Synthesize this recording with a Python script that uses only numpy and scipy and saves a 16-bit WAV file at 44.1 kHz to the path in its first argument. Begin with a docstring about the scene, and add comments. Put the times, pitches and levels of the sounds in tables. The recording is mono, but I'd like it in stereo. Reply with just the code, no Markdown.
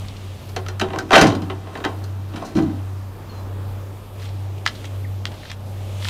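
"""A microwave oven is opened in a yard: a finger works the button, the latch hooks let go with a rattling
clunk, and the door swings out and thuds on its stop, each impact exciting modes of case, door and latch.
Someone shifts on gritty ground to the right, where grains crack and a sole squeaks. Two machines nearby
hum at almost the same pitch and beat, a bird calls once, and far traffic and wind fill the air."""
import sys
import numpy as np
from scipy import signal
from scipy.io import wavfile

SR = 44100
rng = np.random.default_rng(int(sys.argv[2]) if len(sys.argv) > 2 else 0)


def store_pcm(level_fs):
    """Save levels as 16-bit WAV."""
    pcm = np.round(np.clip(level_fs, -1, 1) * 32767).astype(np.int16)
    wavfile.write(sys.argv[1], SR, np.atleast_2d(pcm).T)


N = 268921


def oven():
    """Modal vibration: impacts and rattling parts drive damped resonances in five frequency bands."""
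    # Impacts. Each row: start in seconds, level in dB, offsets for case, door panel and ticking parts
    # in dB, T60 of the jostling that follows in seconds.
    impacts = [(0.4907, -41.5, 8, -3, 4, 0.046), (0.5627, -18.5, -11.5, 1.5, -4, 0.042),
               (0.6632, -24, -15, -24, -12, 0.022), (0.6846, -20.5, -17, -6, -3.5, 0.027),
               (0.7967, -17.5, -9.5, -12, -3, 0.034), (0.8126, -9.5, -7, -2.5, -12.5, 0.039),
               (0.8392, -31, 1, -2, -25, 0.026), (0.8849, -29.5, 6, -9, -18, 0.02),
               (0.904, -25.5, -4, 2, -26, 0.019), (0.9329, -26, -6, 5.5, -19, 0.047),
               (0.9594, -24, 7, 9, -10, 0.016), (0.9865, -19, -6, -15, -2.5, 0.04),
               (1.092, -36, -10, -10, -8, 0.027), (1.1069, -9, -30, 3, -14, 0.017),
               (1.117, -13, -6, 5.5, -13, 0.11), (1.1298, -4, -2.5, -11.5, -14, 0.2),
               (1.1527, -2, -21, -8, -14, 0.048), (1.1605, -8.5, -5, 9.5, 0, 0.038),
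               (1.177, -10.5, -4, -9, -8, 0.16), (1.212, -7.5, 5, 2.5, -2.5, 0.064),
               (1.2239, -17, -4, 3.5, -11, 0.092), (1.238, -24, 14.5, -9, -15, 0.034),
               (1.257, -20, 4, -6, -12, 0.045), (1.268, -21.5, 1, 0, -0.5, 0.1),
               (1.299, -28.5, -5, 6, -16, 0.097), (1.32, -33, 3, 0, -3, 0.052),
               (1.35, -25.5, 9, -2, -6, 0.029), (1.4192, -33.5, 16.5, 2, -4, 0.044),
               (1.499, -22, -9, 0, -20, 0.04), (1.6697, -38.5, -11, 10.5, -28, .033),
               (1.7534, -22, -13, -1, -37, 0.028), (1.772, -35, -12, -6, -11, 0.039),
               (1.802, -31.5, 1, 0, -13, 0.031), (1.84, -17.5, -22, -1, -15, 0.047),
               (1.8488, -11, -6, -3, -11, 0.019), (1.871, -47, -14, 13, -26, 0.042),
               (2.0388, -46, -16, -25, 10.5, 0.055), (2.337, -35.5, 14, 7, -18, 0.033),
               (2.3582, -32.5, -10, -18, -5, 0.073), (2.4213, -39, -1, 15.5, -5, 0.029),
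               (2.449, -55, 7, -11, 17.5, 0.17), (2.5515, -35, 29.5, 9, -3, 0.13),
               (2.5662, -29.5, 16.5, 2, -3, 0.11), (2.5873, -24, 1, 1.5, -24, 0.024),
               (2.6217, -39.5, 22, 8, -6, 0.081), (2.66, -42, 25.5, -2, -8, 0.056),
               (2.695, -43, 18, 4, -15, 0.028)]
    # Loose parts shaking as button and door move. Each row: time in seconds, level in dB.
    rattle_curve = [(.45, -88), (.87, -58), (.956, -46.5), (1.085, -50), (1.6, -48), (1.72, -45.5),
                    (1.76, -39.5), (1.83, -49), (1.97, -50), (2.28, -49), (2.375, -41.5), (2.49, -42),
                    (2.55, -46.5), (2.72, -47), (2.9, -51), (3.0, -90)]
    # Modes of case, door and latch. Each row: frequency in Hz, gain in dB, T60 in seconds.
    modes = [(110, -12, 0.26), (151.7, -9.5, 0.17), (181.5, 0, 0.15), (237.1, -4.5, 0.19),
             (278.6, 2, 0.095), (327.2, -0.5, 0.14), (374.7, -2, 0.13), (453, -3, 0.088), (558, -3, 0.055),
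             (666, 2, 0.04), (784, -4, 0.082), (866, -4.5, 0.045), (1056, -0.5, 0.02), (1284, 1.5, 0.012),
             (1559, -1, 0.024), (1710, -4.5, 0.023), (2006, -1, 0.013), (2320, -3, 0.013), (2720, 0, 0.009),
             (3118, 1, 0.01), (3850, -9, 0.017), (4160, -4, 0.016), (4630, -5.5, 0.018),
             (4950, -2.5, 0.0061), (6090, -0.5, 0.0054), (6700, -8, 0.014), (7150, -12, 0.0063),
             (8400, 4.5, 0.0038), (10400, 3, 0.0028), (12200, -1, 0.004), (13800, -9, 0.003)]
    # Rattle in each band below. Each row: offset from the rattle curve in dB, aftershake relative to
    # each impact in dB, T60 of the aftershake in seconds.
    shake = [(9, -6.5, 0.32), (2.5, -10, .3), (-2, -26.5, 0.3), (-10, -27, 0.26), (-23, -28.5, 0.13)]
    start_s, db, case_db, panel_db, ticks_db, jostle_t60 = np.transpose(impacts)
    # Each row: impact levels in dB, lower and upper edge in Hz, drive in dB, stereo width, clack in dB.
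    bands = [(db + case_db, 0, 350, -36, .03, 20),   # case
             (db + panel_db, 350, 1200, -31, .06, 21),   # door panel
             (db, 1200, 4000, -25, .2, 14),   # latch
             (db + ticks_db, 4000, 8000, -22, .6, 12),   # small ticking parts
             (db + ticks_db - 20.5, 8000, 15000, -13, 1.3, 6)]   # their crisp edge
    onset_db, spot_spread_db = 16, 2.2
    n = round(3.4 * SR)   # the oven is at rest by then
    curve_db, = curves(rattle_curve)
    latest_impact = np.searchsorted(np.sort(start_s) * SR, np.arange(n), side="right")
    out = np.zeros((2, N))
    for band, (rattle_db, after_db, after_t60) in zip(bands, shake):
        impact_db, low, high, drive_db, width, clack_db = band
        jostle, onsets = bursts(start_s, impact_db, jostle_t60, onset_db, rise_s=.0015)
        contacts = grains(5000, 2.56, size=n) + width * grains(5000, 6.9, size=n) * [[1], [-1]]
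        blows = amp(drive_db) * (jostle[:n] * contacts + onsets[:n])
        aftershake = amp(after_db - onset_db) * decay(onsets[:n], after_t60)
        rattle = amp(drive_db) * (amp(curve_db[:n] + rattle_db) + aftershake) * contacts + 1e-18
        # Plastic clacks without a pitch: the force itself, limited to the band.
        clack = bandpass(blows + amp(6) * rattle, max(low, 120), high)
        out[:, :n] += amp(clack_db) * clack
        for k, (hz, mode_db, t60) in enumerate(modes):
            if low <= hz < high:
                r, w = amp(-60 / (t60 * SR)), 2 * np.pi * hz / SR
                # Each blow lands elsewhere and so excites the mode more or less.
                coupling = amp(spot_spread_db * rng.standard_normal(len(start_s) + 1))[latest_impact]
                force = coupling * blows + rattle
                ring = signal.lfilter([0, amp(mode_db) * np.sin(w)], [1, -2 * r * np.cos(w), r * r], force)
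                out[:, :n] += (-1) ** k * ring
    return out


def grit():
    """Granular noise: grains crack and rub underfoot, and their impulses excite broad resonances."""
    # Cracking grains. Each row: start in seconds, level in dB, hollow and bright offsets in dB,
    # T60 of the crunch in seconds.
    cracks = [(0.0474, -41.5, 5, -13, 0.035), (0.0843, -25, -10, -28, .02), (0.1664, -34, -18, -22, 0.039),
              (4.1964, -42, -8, -18, 0.066), (4.2192, -36, 1, -18, 0.075), (4.255, -34, -3, -22, .035),
              (4.2883, -38, -7, -22, .035), (4.58, -36, -11, -4, 0.051), (4.655, -24, -8, -8, .03),
              (4.663, -2.5, 2.5, -7.5, 0.017), (4.6742, -14, -9, -15, 0.027), (4.7516, -35, -6, -21, 0.066),
              (4.8422, -30.5, -1, -7, 0.049), (4.8538, -23, -20, -2, 0.023),
              (5.2544, -7.5, -4.5, -8.5, 0.012), (5.318, -31.5, -2, -6, 0.038), (5.3406, -36, 2, -15, .04),
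              (5.4316, -36, 5.5, -11, 0.021), (5.452, -38, 4, -14, .04), (5.499, -25, -5, -10, 0.049),
              (5.5157, -18, -2, -4, 0.016), (6.0252, -26, -2.5, -10, 0.033), (6.047, -13, -11, -9, .01),
              (6.052, -24, 5, -15, 0.018), (6.0857, -11, -6, -5, 0.02)]
    # Two spells of shuffling. Each row: time in seconds, level in dB, bright offset in dB.
    shuffles = [
        [(0.0, -38.5, -4.5), (.13, -42.5, -4.5), (.29, -40.5, -5.5), (.5, -43.5, -4.5), (.55, -53, -2)],
        [(4.08, -63, 0), (4.25, -36.5, -4.5), (4.32, -48, -10), (4.64, -50.5, -2), (4.73, -39.5, -5),
         (4.84, -42.5, -5), (4.89, -47, -6), (5.26, -49, -4), (5.3, -45, -5.5), (5.49, -35, -8),
         (5.55, -52.5, -7), (5.75, -44.5, -4.5), (5.97, -38.5, -3.5), (6.09, -23, -6.5)],
    ]
    # Resonances of the grit. Each row: frequency in Hz, bandwidth in Hz, gain in dB.
    modes = [(960, 1100, 1.5), (1970, 440, 10), (2870, 1780, 3.5), (4300, 2600, 5.5), (5600, 6900, 6.5),
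             (7640, 4400, -4)]
    start_s, db, hollow_db, bright_db, crunch_t60 = np.transpose(cracks)
    rub_db, rub_bright_db = spells(shuffles)
    bands = [(db + hollow_db, rub_db - 8, modes[:2]),
             (db, rub_db, modes[2:4]),
             (db + bright_db, rub_db + rub_bright_db, modes[4:])]
    snap_db, settle_db = 13, -24
    crunch = grains(6000, 4)
    shared_scuff, *own_scuff = [grains(6000, .71) for _ in range(3)]
    out = np.zeros((2, N))
    for crack_db, shuffle_db, band_modes in bands:
        for channel, side in enumerate((-1, 1)):   # a little louder on the right
            swell, snaps = bursts(start_s, crack_db + .9 * side, crunch_t60, snap_db, rise_s=.0024)
            shuffling = amp(shuffle_db + 4 + .36 * side)
            settling = amp(settle_db - snap_db) * decay(snaps, t60=.079)
            scuff = .48 * shared_scuff + .52 * own_scuff[channel]
            force = amp(3) * (swell * crunch + snaps) + (shuffling + settling) * scuff + 1e-18
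            for k, (hz, width_hz, mode_db) in enumerate(band_modes):
                r, w = np.exp(-np.pi * width_hz / SR), 2 * np.pi * hz / SR
                b = amp(mode_db) * (1 - r * r) / 2 * np.array([1, 0, -1])
                out[channel] += (-1) ** k * signal.lfilter(b, [1, -2 * r * np.cos(w), r * r], force)
    return bandpass(out, 750, 13500, order=3)


def squeak():
    """Friction: a slipping sole gives one short falling tone on the right."""
    # The slip. Each row: time in seconds, frequency in Hz, level in dB.
    slip = [(5.038, 2300, -75), (5.045, 2190, -42), (5.055, 1790, -42), (5.066, 1850, -68)]
    return glide(slip) * amp([[-1.5], [1.5]])


def hum():
    """Beating: the tones of two machines interfere, along with weak overtones and two thin whines."""
    # Beat minima. Each row: time in seconds, upper frequency in Hz, upper and lower tone levels in dB.
    minima = [(-.15, 97.9, -27, -19), (.14, 96.6, -34.5, -55), (.4, 96.63, -33.5, -32),
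              (1.08, 96.47, -39, -33.5), (1.77, 97.35, -36, -32.5), (2.47, 97.25, -32, -32),
              (3.22, 95.85, -31.5, -36.5), (4.05, 97.9, -31.5, -37), (4.75, 97.25, -30, -34),
              (5.42, 97.9, -34.5, -30), (6.3, 96.2, -23, -79)]
    # Weak partials. Each row: frequency as a multiple of the upper tone, level in dB.
    overtones = [(4 / 3, -51), (2.1, -54.5)]
    # High steady pitches. Each row: frequency in Hz, level in dB, start in seconds, waver in dB.
    whines = [(12645, -67, 2.55, 3.5), (13151, -66, 1, 1.5)]
    hz, upper_db, lower_db = curves(minima)
    # The lower tone falls one cycle behind from row to row and is in antiphase at each.
    lag_cycles, = curves([(row[0], k + .5) for k, row in enumerate(minima)])
    phase = 2 * np.pi * np.cumsum(hz) / SR
    tones = amp(upper_db) * np.sin(phase) + amp(lower_db) * np.sin(phase - 2 * np.pi * lag_cycles)
    tones += sum(amp(db + 2.5 * drift(2.5)) * np.sin(ratio * phase) for ratio, db in overtones)
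    t = np.arange(N) / SR
    whine = sum(amp(db + waver_db * drift(3.8)) * np.sin(2 * np.pi * whine_hz * t) * (t >= start_s)
                for whine_hz, db, start_s, waver_db in whines)
    return np.sqrt(2) * (tones * amp([[-.6], [.6]]) + whine * [[1], [.3]])


def bird():
    """Frequency modulation: a far bird calls with one pure tone that slides downward."""
    # The call. Each row: time in seconds, frequency in Hz, level in dB.
    call = [(3.285, 4520, -99), (3.295, 4330, -46.5), (3.34, 4150, -59), (3.385, 4120, -52),
            (3.40, 4000, -58), (3.44, 4100, -73)]
    return glide(call)


def air():
    """Partly coherent noise: far traffic and wind in wavering half-octave bands, wider in the treble."""
    # Background spectrum. Each row: frequency in Hz, relative spectral density in dB.
    spectrum = [(20, -42), (35, -15), (60, -20), (130, -21), (200, -24.5), (320, -25.5), (620, -28),
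                (1100, -33.5), (1600, -41), (3500, -44), (7000, -50), (13000, -50.5), (15800, -54)]
    # Likeness of left and right. Each row: frequency in Hz, correlation coefficient.
    coherence = [(30, 0.91), (100, 0.95), (500, 0.98), (1500, 0.84), (4000, 0.36), (10000, 0.022)]
    level_db, waver_db = -39, 1.7
    edges = 20 * 2 ** np.arange(0, 10.1, .5)
    shared_drift = drift(1.5)
    white = rng.standard_normal((2, 2, N))
    out = np.zeros((2, N))
    for k, (low, high) in enumerate(zip(edges, edges[1:])):
        mid, side = bandpass(white[k % 2], low, high)
        hz = np.sqrt(low * high)
        alike = at_hz(coherence, hz)
        gain = amp(at_hz(spectrum, hz) + waver_db * (.6 * shared_drift + drift(3.1)))
        out += gain * (np.sqrt(1 + alike) * mid + np.sqrt(1 - alike) * side * [[1], [-1]])
    return amp(level_db) * rms_one(out) * amp([[-.4], [.4]])


def yard(source):
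    """Diffuse reflection: walls and ground return a short, dull tail of the source."""
    t60, gap_s, dull_hz = .098, .01, 6150
    age = np.arange(SR // 4) / SR
    mid, side = rng.standard_normal((2, len(age))) * amp(-60 * age / t60) * (age > gap_s)
    side = signal.lfilter(*signal.butter(1, 2500, "high", fs=SR), side)   # close ports differ in treble
    tail = signal.lfilter(*signal.butter(1, dull_hz, fs=SR), mid + .6 * side * [[1], [-1]])
    tail /= np.sqrt(np.sum(tail ** 2) / 2)
    return signal.fftconvolve(source.mean(axis=0)[None], tail, axes=1)[:, :N]


def bursts(starts_s, levels_db, t60s, onset_db, rise_s):
    """Transients: envelopes that rise and decay exponentially, and an impulse at the onset of each."""
    envelope, onsets = np.zeros((2, N))
    age = np.arange(SR // 6) / SR
    for start_s, db, t60 in zip(starts_s, levels_db, t60s):
        i = round(start_s * SR)
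        burst = amp(db - 60 * age / t60) * np.minimum(age / rise_s, 1)
        envelope[i:i + len(age)] += burst[:N - i]
        onsets[i] += amp(db + onset_db)
    return envelope, onsets


def decay(impulses, t60):
    """Exponential decay: an envelope that falls 60 dB in t60 seconds after each impulse."""
    return signal.lfilter([1], [1, -amp(-60 / (t60 * SR))], impulses + 1e-18)


def grains(per_s, spread_db, size=N):
    """Shot noise: random clicks of uneven size, at unit RMS."""
    sizes = amp(spread_db * np.minimum(rng.exponential(1, size), 4)) * rng.choice([-1, 1], size)
    return rms_one(sizes * (rng.random(size) < per_s / SR))


def glide(rows):
    """Phase as the integral of frequency: a sine that follows a pitch and level contour."""
    start = round(rows[0][0] * SR)
    span = slice(start, start + round((rows[-1][0] - rows[0][0]) * SR))
    hz, db = curves(rows)
    out = np.zeros(N)
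    out[span] = amp(db[span]) * np.sqrt(2) * np.sin(2 * np.pi * np.cumsum(hz[span]) / SR)
    return out


def drift(rate_hz):
    """Low-passed noise: a slow random fluctuation at unit RMS."""
    step, run_in = 40, 2000
    r = np.exp(-2 * np.pi * rate_hz * step / SR)
    noise = rng.standard_normal(N // step + run_in + 2)
    slow = signal.lfilter([1], [1, -2 * r, r * r], noise)[run_in:]
    return np.interp(np.arange(N) / step, np.arange(len(slow)), rms_one(slow))


def curves(rows):
    """Linear interpolation of timed rows: each column after the first, one value a sample."""
    times, *columns = np.transpose(rows)
    return [np.interp(np.arange(N) / SR, times, column) for column in columns]


def spells(tables):
    """Gating: curves joined in time, with the level down at -99 dB between them."""
    rows = []
    for table in tables:
        first, last = table[0], table[-1]
        rows += [(first[0] - .01, -99, *first[2:]), *table, (last[0] + .004, -99, *last[2:])]
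    return curves(rows)


def at_hz(points, hz):
    """Interpolation of a spectrum on a logarithmic frequency axis."""
    frequencies, values = np.transpose(points)
    return np.interp(np.log(hz), np.log(frequencies), values)


def bandpass(x, low_hz, high_hz, order=2):
    """Maximally flat band-pass filter."""
    return signal.sosfilt(signal.butter(order, [low_hz, high_hz], "band", fs=SR, output="sos"), x)


def amp(db):
    """Decibels to amplitude ratio."""
    return 10 ** (np.asarray(db) / 20)


def rms_one(x):
    """Normalisation to unit RMS."""
    return x / np.sqrt(np.mean(x ** 2) + 1e-20)


def scene():
    """Superposition: direct and scattered sound add at the two microphone ports."""
    door = oven()
    feet = grit() + squeak()
    from_right = feet + hum() + air()
    from_right[0] = np.roll(from_right[0], 2)   # reaches the left port two samples later
    scatter = amp(-12) * yard(door) + amp(-15) * yard(feet)
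    return door * amp([[.1], [-.1]]) + from_right + scatter + bird()


def record(dry):
    """Saturation and band limiting: the loudest clunks overload softly, and the top is cut at 16 kHz."""
    saturated = dry / (1 + np.abs(dry) ** 4) ** .25
    lowpass = signal.cheby2(16, 50, 16000, fs=SR, output="sos")
    return np.clip(signal.sosfilt(lowpass, saturated), -1, 1)


dry = scene()
out = record(dry)
store_pcm(out)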